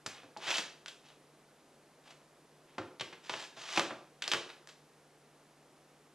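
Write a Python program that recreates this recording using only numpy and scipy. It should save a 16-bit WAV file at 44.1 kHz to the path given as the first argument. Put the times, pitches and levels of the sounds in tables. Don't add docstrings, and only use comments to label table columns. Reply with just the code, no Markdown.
import sys
import numpy as np
from scipy import signal
from scipy.fft import rfft, irfft
from scipy.io import wavfile
from scipy.ndimage import uniform_filter1d

SR = 44100
rng = np.random.default_rng(int(sys.argv[2]) if len(sys.argv) > 2 else 0)


def wrap_up_sound(samples):
    columns = np.atleast_2d(samples).T
    tamed = np.clip(columns, -1, 1)
    steps = np.round(tamed * 32767).astype(np.int16)
    wavfile.write(sys.argv[1], SR, steps)


N = 270774
TIME_S = np.arange(N) / SR

# start in seconds, relative level in dB, weight (low bands) in dB,
# hardness (top band) in dB, ring of the touched spot in Hz, rattle decay in seconds.
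PAW_FALLS = [(0.0615, -41.5, -4, 2.5, 1350, 0.0029), (0.231, -62.5, 7, -9, 700, 0.011),
             (2.7805, -42, 5, -13.5, 1330, 0.0045), (2.787, -63, 19, -17, 100, 0.0037),
             (2.9965, -44, -10, -9, 3600, 0.0022), (3.0085, -38.5, -4.5, -7.5, 3250, 0.003),
             (3.125, -48, -5, -13, 2000, 0.01)]
TOY_KNOCKS = [(0.3645, -57, 11, -40, 870, 0.0022), (0.476, -36.5, -9, -31, 880, 0.0073),
              (0.54, -34.5, -21, -8, 2720, 0.015), (0.582, -37.5, -4, -1, 2070, 0.0069),
              (3.295, -38.5, -2, -10, 930, 0.0036), (3.338, -39, -4.5, -24, 920, 0.0016),
              (3.569, -59, 8.5, -14, 3200, 0.0092), (3.774, -32.5, 6, -7, 2500, 0.0038),
              (3.78, -48, 15.5, 7.5, 690, 0.0085), (3.795, -32.5, -5.5, -5.5, 1180, 0.00092),
              (3.906, -48.5, 10, -25, 1410, 0.0075), (4.3348, -33, -3.5, -6, 1240, 0.002),
              (4.344, -40.5, 0.5, -11, 425, 0.0034)]
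SHELL_TICKS = [(0.371, -59.5, -39, 1.5, 4500, 0.0022), (0.556, -39.5, -31, -11, 2980, 0.0025),
               (0.57, -46.5, -6, 0.5, 6300, .0011), (0.86, -48, -9.5, -7.5, 1520, 0.00084),
               (0.88, -49.5, -10, -2.5, 3280, 0.0063), (1.102, -68.5, 6, -10, 2830, 0.0014),
               (2.106, -62.5, 6, -0.5, 2900, .006), (4.2212, -36, -16, -9, 1590, 0.0027),
               (4.2395, -47, -4.5, -6, 3450, 0.0014), (4.2782, -41, -2, -1.5, 4770, 0.0014),
               (4.3155, -30.5, -8, -7.5, 3040, 0.0061), (4.673, -63, 4, 4.5, 1810, 0.00094),
               (4.688, -55.5, -6.5, -4, 4280, 0.012)]
# centre in Hz, width in Hz.
CONTACT_BANDS = [(220, 770), (800, 1690), (2800, 4370), (6500, 3100)]
# start in seconds, length in seconds, relative starting level in dB,
# swell over the push in dB, treble lift in dB.
TOY_PUSHES = [(0.092, 0.13, -49, -7, -20), (0.423, 0.1, -45.5, -7, 0.5), (0.489, 0.11, -34.5, -7.5, 5),
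              (1.062, 0.042, -60.5, -2, 5), (2.059, 0.054, -60, 1, 4), (2.69, 0.18, -65, -6, -10),
              (3.266, 0.17, -49, 3, 7.5), (3.572, 0.189, -53.5, 18, 6.5), (3.885, 0.26, -74, -15, -5),
              (4.259, 0.008, -43.5, 1, -10), (4.491, 0.013, -50.5, 4, -5)]
# frequency in Hz, relative density in dB.
FRICTION_SPECTRUM = [(100, -27), (200, -23), (350, -7), (550, -5.5), (800, 3.5), (1500, 1.5), (3000, 1),
                     (6300, -9), (9000, -18), (13000, -32.5)]
# frequency in Hz, relative density in dB.
AIR_SPECTRUM = [(25, -21), (70, -18.5), (110, -19), (150, -6.5), (180, -9.5), (260, -4), (410, -3.5),
                (625, -6), (1000, -10), (2000, -16), (3600, -20.5), (7000, -23.5), (11400, -27),
                (12200, -33), (12700, -57)]
# frequency in Hz, width in Hz, gain over the plain contact in dB.
BOARD_MODES = [(126, 65, 15), (273, 110, 6), (363, 11, -6)]
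SHELL_MODES = [(124.4, 17.5, 10), (220, 7, -7), (363, 20, -2), (649, 15, 1.5), (840, 17, -14),
               (1184, 14, -1), (1460, 50, -16), (1702, 6.9, 7), (1943, 43, -14), (2603, 34, 0),
               (3370, 920, -5), (4700, 18, -27), (6350, 180, -16)]
# delay in seconds, gain in dB.
EARLY_ECHOES = [(0.0097, -20), (0.0183, -22.5)]
# frequency in Hz, level over direct in dB, T60 in seconds, side over mid in dB.
ROOM_TAIL = [(70, -11.5, 0.3, -33), (144, -7.5, 0.42, -39), (378, 5.5, 0.48, -35), (800, -5.5, 0.53, -49),
             (2000, -2.5, 0.42, -15.5), (4000, -4, 0.44, -13.5), (7160, -3, 0.44, -14),
             (12500, 3, 0.27, -6.5)]


def from_db(db):
    return 10 ** (np.asarray(db) / 20)


def unit_rms(x):
    return x / np.sqrt(np.mean(x ** 2) + 1e-20)


def bins_hz(size):
    return np.fft.rfftfreq(size, 1 / SR)


def at_hz(table, hz, column=1):
    table = np.array(table)
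    return np.interp(np.log(np.maximum(hz, 1)), np.log(table[:, 0]), table[:, column])


def minimum_phase(gain_db):
    cepstrum = irfft(np.log(from_db(gain_db)))
    half = len(cepstrum) // 2
    cepstrum[1:half] *= 2
    cepstrum[half + 1:] = 0
    return np.exp(rfft(cepstrum))


def coloured(x, spectrum):
    return irfft(rfft(x) * minimum_phase(at_hz(spectrum, bins_hz(N))), N)


def drift(rate_hz):
    return unit_rms(irfft(rfft(rng.standard_normal(N)) / (1 + (bins_hz(N) / rate_hz) ** 2), N))


def background(air_db, hum_hz, hum_db, waver, waver_hz, hiss_db):
    air = from_db(air_db) * unit_rms(coloured(rng.standard_normal(N), AIR_SPECTRUM))
    hum_gain = from_db(hum_db) * np.sqrt(2) * (1 + waver * drift(waver_hz))
    hum = hum_gain * np.sin(2 * np.pi * hum_hz * TIME_S + waver * drift(waver_hz))
    hiss = irfft(rfft(rng.standard_normal((2, N))) * (bins_hz(N) < 12200), N)
    return air + hum + from_db(hiss_db) * hiss


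def with_echo(table, echo_s=0.0095, echo_db=-11, echo_decay_s=0.0061):
    echo_colour_db = [9.5, 3, 0, -12.5]
    for start_s, level_db, weight_db, hardness_db, ring_hz, rattle_s in table:
        band_db = level_db + np.array([weight_db, weight_db, 0, hardness_db])
        yield start_s, band_db, ring_hz, rattle_s
        yield start_s + echo_s, band_db + echo_db + echo_colour_db, ring_hz, echo_decay_s


def contacts(table, snap, rise_s, thump_db, ring_db, ring_q, bass_hz, top_hz, size=4096):
    out = np.zeros(N + size)
    t, hz = np.arange(size) / SR, bins_hz(size) + 1
    centre_hz, width_hz = np.transpose(CONTACT_BANDS)
    rolloff_db = -10 * np.log10((1 + (bass_hz / hz) ** 10) * (1 + (hz / top_hz) ** 10))
    for start_s, band_db, ring_hz, decay_s in with_echo(table):
        force = rng.standard_normal(size) * np.exp(-t / decay_s) * (1 - np.exp(-t / rise_s))
        force /= np.linalg.norm(force)
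        force[int(rise_s * SR / 2)] -= snap
        spectrum = rfft(force)
        flatten_db = -10 * np.log10(uniform_filter1d(np.abs(spectrum) ** 2, size=25))
        density_db = band_db + [thump_db, 0, 0, 0] - 10 * np.log10(width_hz / SR)
        ring = from_db(ring_db - 995 * decay_s)
        spot_db = 10 * np.log10(1 + ring ** 2 / (1 + (ring_q * (hz / ring_hz - ring_hz / hz)) ** 2))
        gain_db = at_hz(np.c_[centre_hz, density_db], hz) + spot_db + rolloff_db + flatten_db
        start = int(start_s * SR)
        out[start:start + size] += irfft(spectrum * minimum_phase(gain_db))
    return out[:N]


def resonate(x, modes):
    out = x.copy()
    for hz, width_hz, db in modes:
        r = np.exp(-np.pi * width_hz / SR)
        poles = [1, -2 * r * np.cos(2 * np.pi * hz / SR), r * r]
        out += from_db(db) * signal.lfilter([(1 - r * r) / 2, 0, (r * r - 1) / 2], poles, x + 1e-18)
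    return out


def paw_falls():
    return from_db(23.5) * contacts(PAW_FALLS, snap=0.12, rise_s=0.00298, thump_db=-16,
                                    ring_db=9, ring_q=5, bass_hz=96, top_hz=6600)


def push_gain(start_s, length_s, level_db, swell_db, loosen_db_per_s=553, stop_db_per_s=380):
    t = TIME_S - start_s
    edges_db = loosen_db_per_s * np.minimum(t, 0) + stop_db_per_s * np.minimum(length_s - t, 0)
    return from_db(level_db + swell_db * np.clip(t / length_s, 0, 1) + np.maximum(edges_db, -200))


def toy_skids(slips_per_s, slip_spread_db, judder_db, judder_hz):
    slips = (rng.random(N) < slips_per_s / SR) * rng.choice([-1, 1], N)
    slip_db = slip_spread_db * np.minimum(rng.exponential(1, N), 4) + judder_db * drift(judder_hz)
    friction = unit_rms(coloured(slips * from_db(slip_db), FRICTION_SPECTRUM))
    treble = signal.sosfilt(signal.butter(1, [4800, 8500], "band", fs=SR, output="sos"), friction)
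    sliding = sum(push_gain(*push) * (friction + (from_db(lift_db) - 1) * treble)
                  for *push, lift_db in TOY_PUSHES)
    low_cut = signal.butter(4, 130, "high", fs=SR, output="sos")
    return from_db(-4) * signal.sosfilt(low_cut, sliding)


def toy_knocks():
    return from_db(24.5) * contacts(TOY_KNOCKS, snap=0.21, rise_s=0.00062, thump_db=-11.5,
                                    ring_db=10.5, ring_q=6.1, bass_hz=147, top_hz=6490)


def shell_ticks():
    return from_db(24.5) * contacts(SHELL_TICKS, snap=0.21, rise_s=0.001, thump_db=-13.5,
                                    ring_db=10.5, ring_q=7.2, bass_hz=230, top_hz=7000)


def room_response(build_s, lumpy_db, merge_s, size):
    t, hz = TIME_S[:size], bins_hz(size)
    lumps = from_db(lumpy_db * np.exp(-t / merge_s) * rng.standard_normal(size))
    lumps /= np.sqrt(uniform_filter1d(lumps ** 2, size=400))
    white = rfft(rng.standard_normal((2, size)) * lumps)
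    edges_hz = np.geomspace(50, 16000, 15)
    tail = np.zeros((2, size))
    for low, high in zip(edges_hz, edges_hz[1:]):
        level_db, t60_s, side_db = [at_hz(ROOM_TAIL, np.sqrt(low * high), k) for k in (1, 2, 3)]
        band = irfft(white * ((hz >= low) & (hz < high)))
        band *= from_db(-60 * t / t60_s) * (1 - np.exp(-(t / build_s) ** 2))
        band *= np.sqrt(2 * (high - low) / SR) / np.linalg.norm(band, axis=1, keepdims=True)
        tail += band * from_db([[level_db], [level_db + side_db]])
    mid, side = tail
    response = np.array([mid + side, mid - side])
    response[:, 0] += 1
    for delay_s, db in EARLY_ECHOES:
        response[:, int(delay_s * SR)] += from_db(db)
    return response


def room(x, patterns=5, stretch_samples=700):
    pattern = (np.arange(N) // stretch_samples) % patterns
    out = 0
    for k in range(patterns):
        share = uniform_filter1d((pattern == k) * 1., size=200)
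        response = room_response(build_s=0.00087, lumpy_db=5, merge_s=0.072, size=32768)
        out = out + signal.fftconvolve((x * share)[None], response, axes=1)[:, :N]
    return out


def scene():
    paws, knocks, ticks = paw_falls(), toy_knocks(), shell_ticks()
    skids = toy_skids(slips_per_s=2600, slip_spread_db=2, judder_db=2.6, judder_hz=48.6)
    play = room(resonate(paws, BOARD_MODES) + resonate(skids + knocks + ticks, SHELL_MODES))
    steady = background(air_db=-64, hum_hz=147.5, hum_db=-74.5, waver=0.19, waver_hz=4.8, hiss_db=-73.5)
    return play + steady


def record(dry):
    left_lag_s, left_db, cutoff_hz = 2e-5, -0.1, 12500
    delay = np.exp(-2j * np.pi * bins_hz(N) * left_lag_s)
    left = from_db(left_db) * irfft(rfft(dry[0]) * delay, N)
    top_cut = signal.ellip(8, 0.1, 70, cutoff_hz, fs=SR, output="sos")
    return signal.sosfilt(top_cut, np.array([left, dry[1]]))


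dry = scene()
out = record(dry)
wrap_up_sound(out)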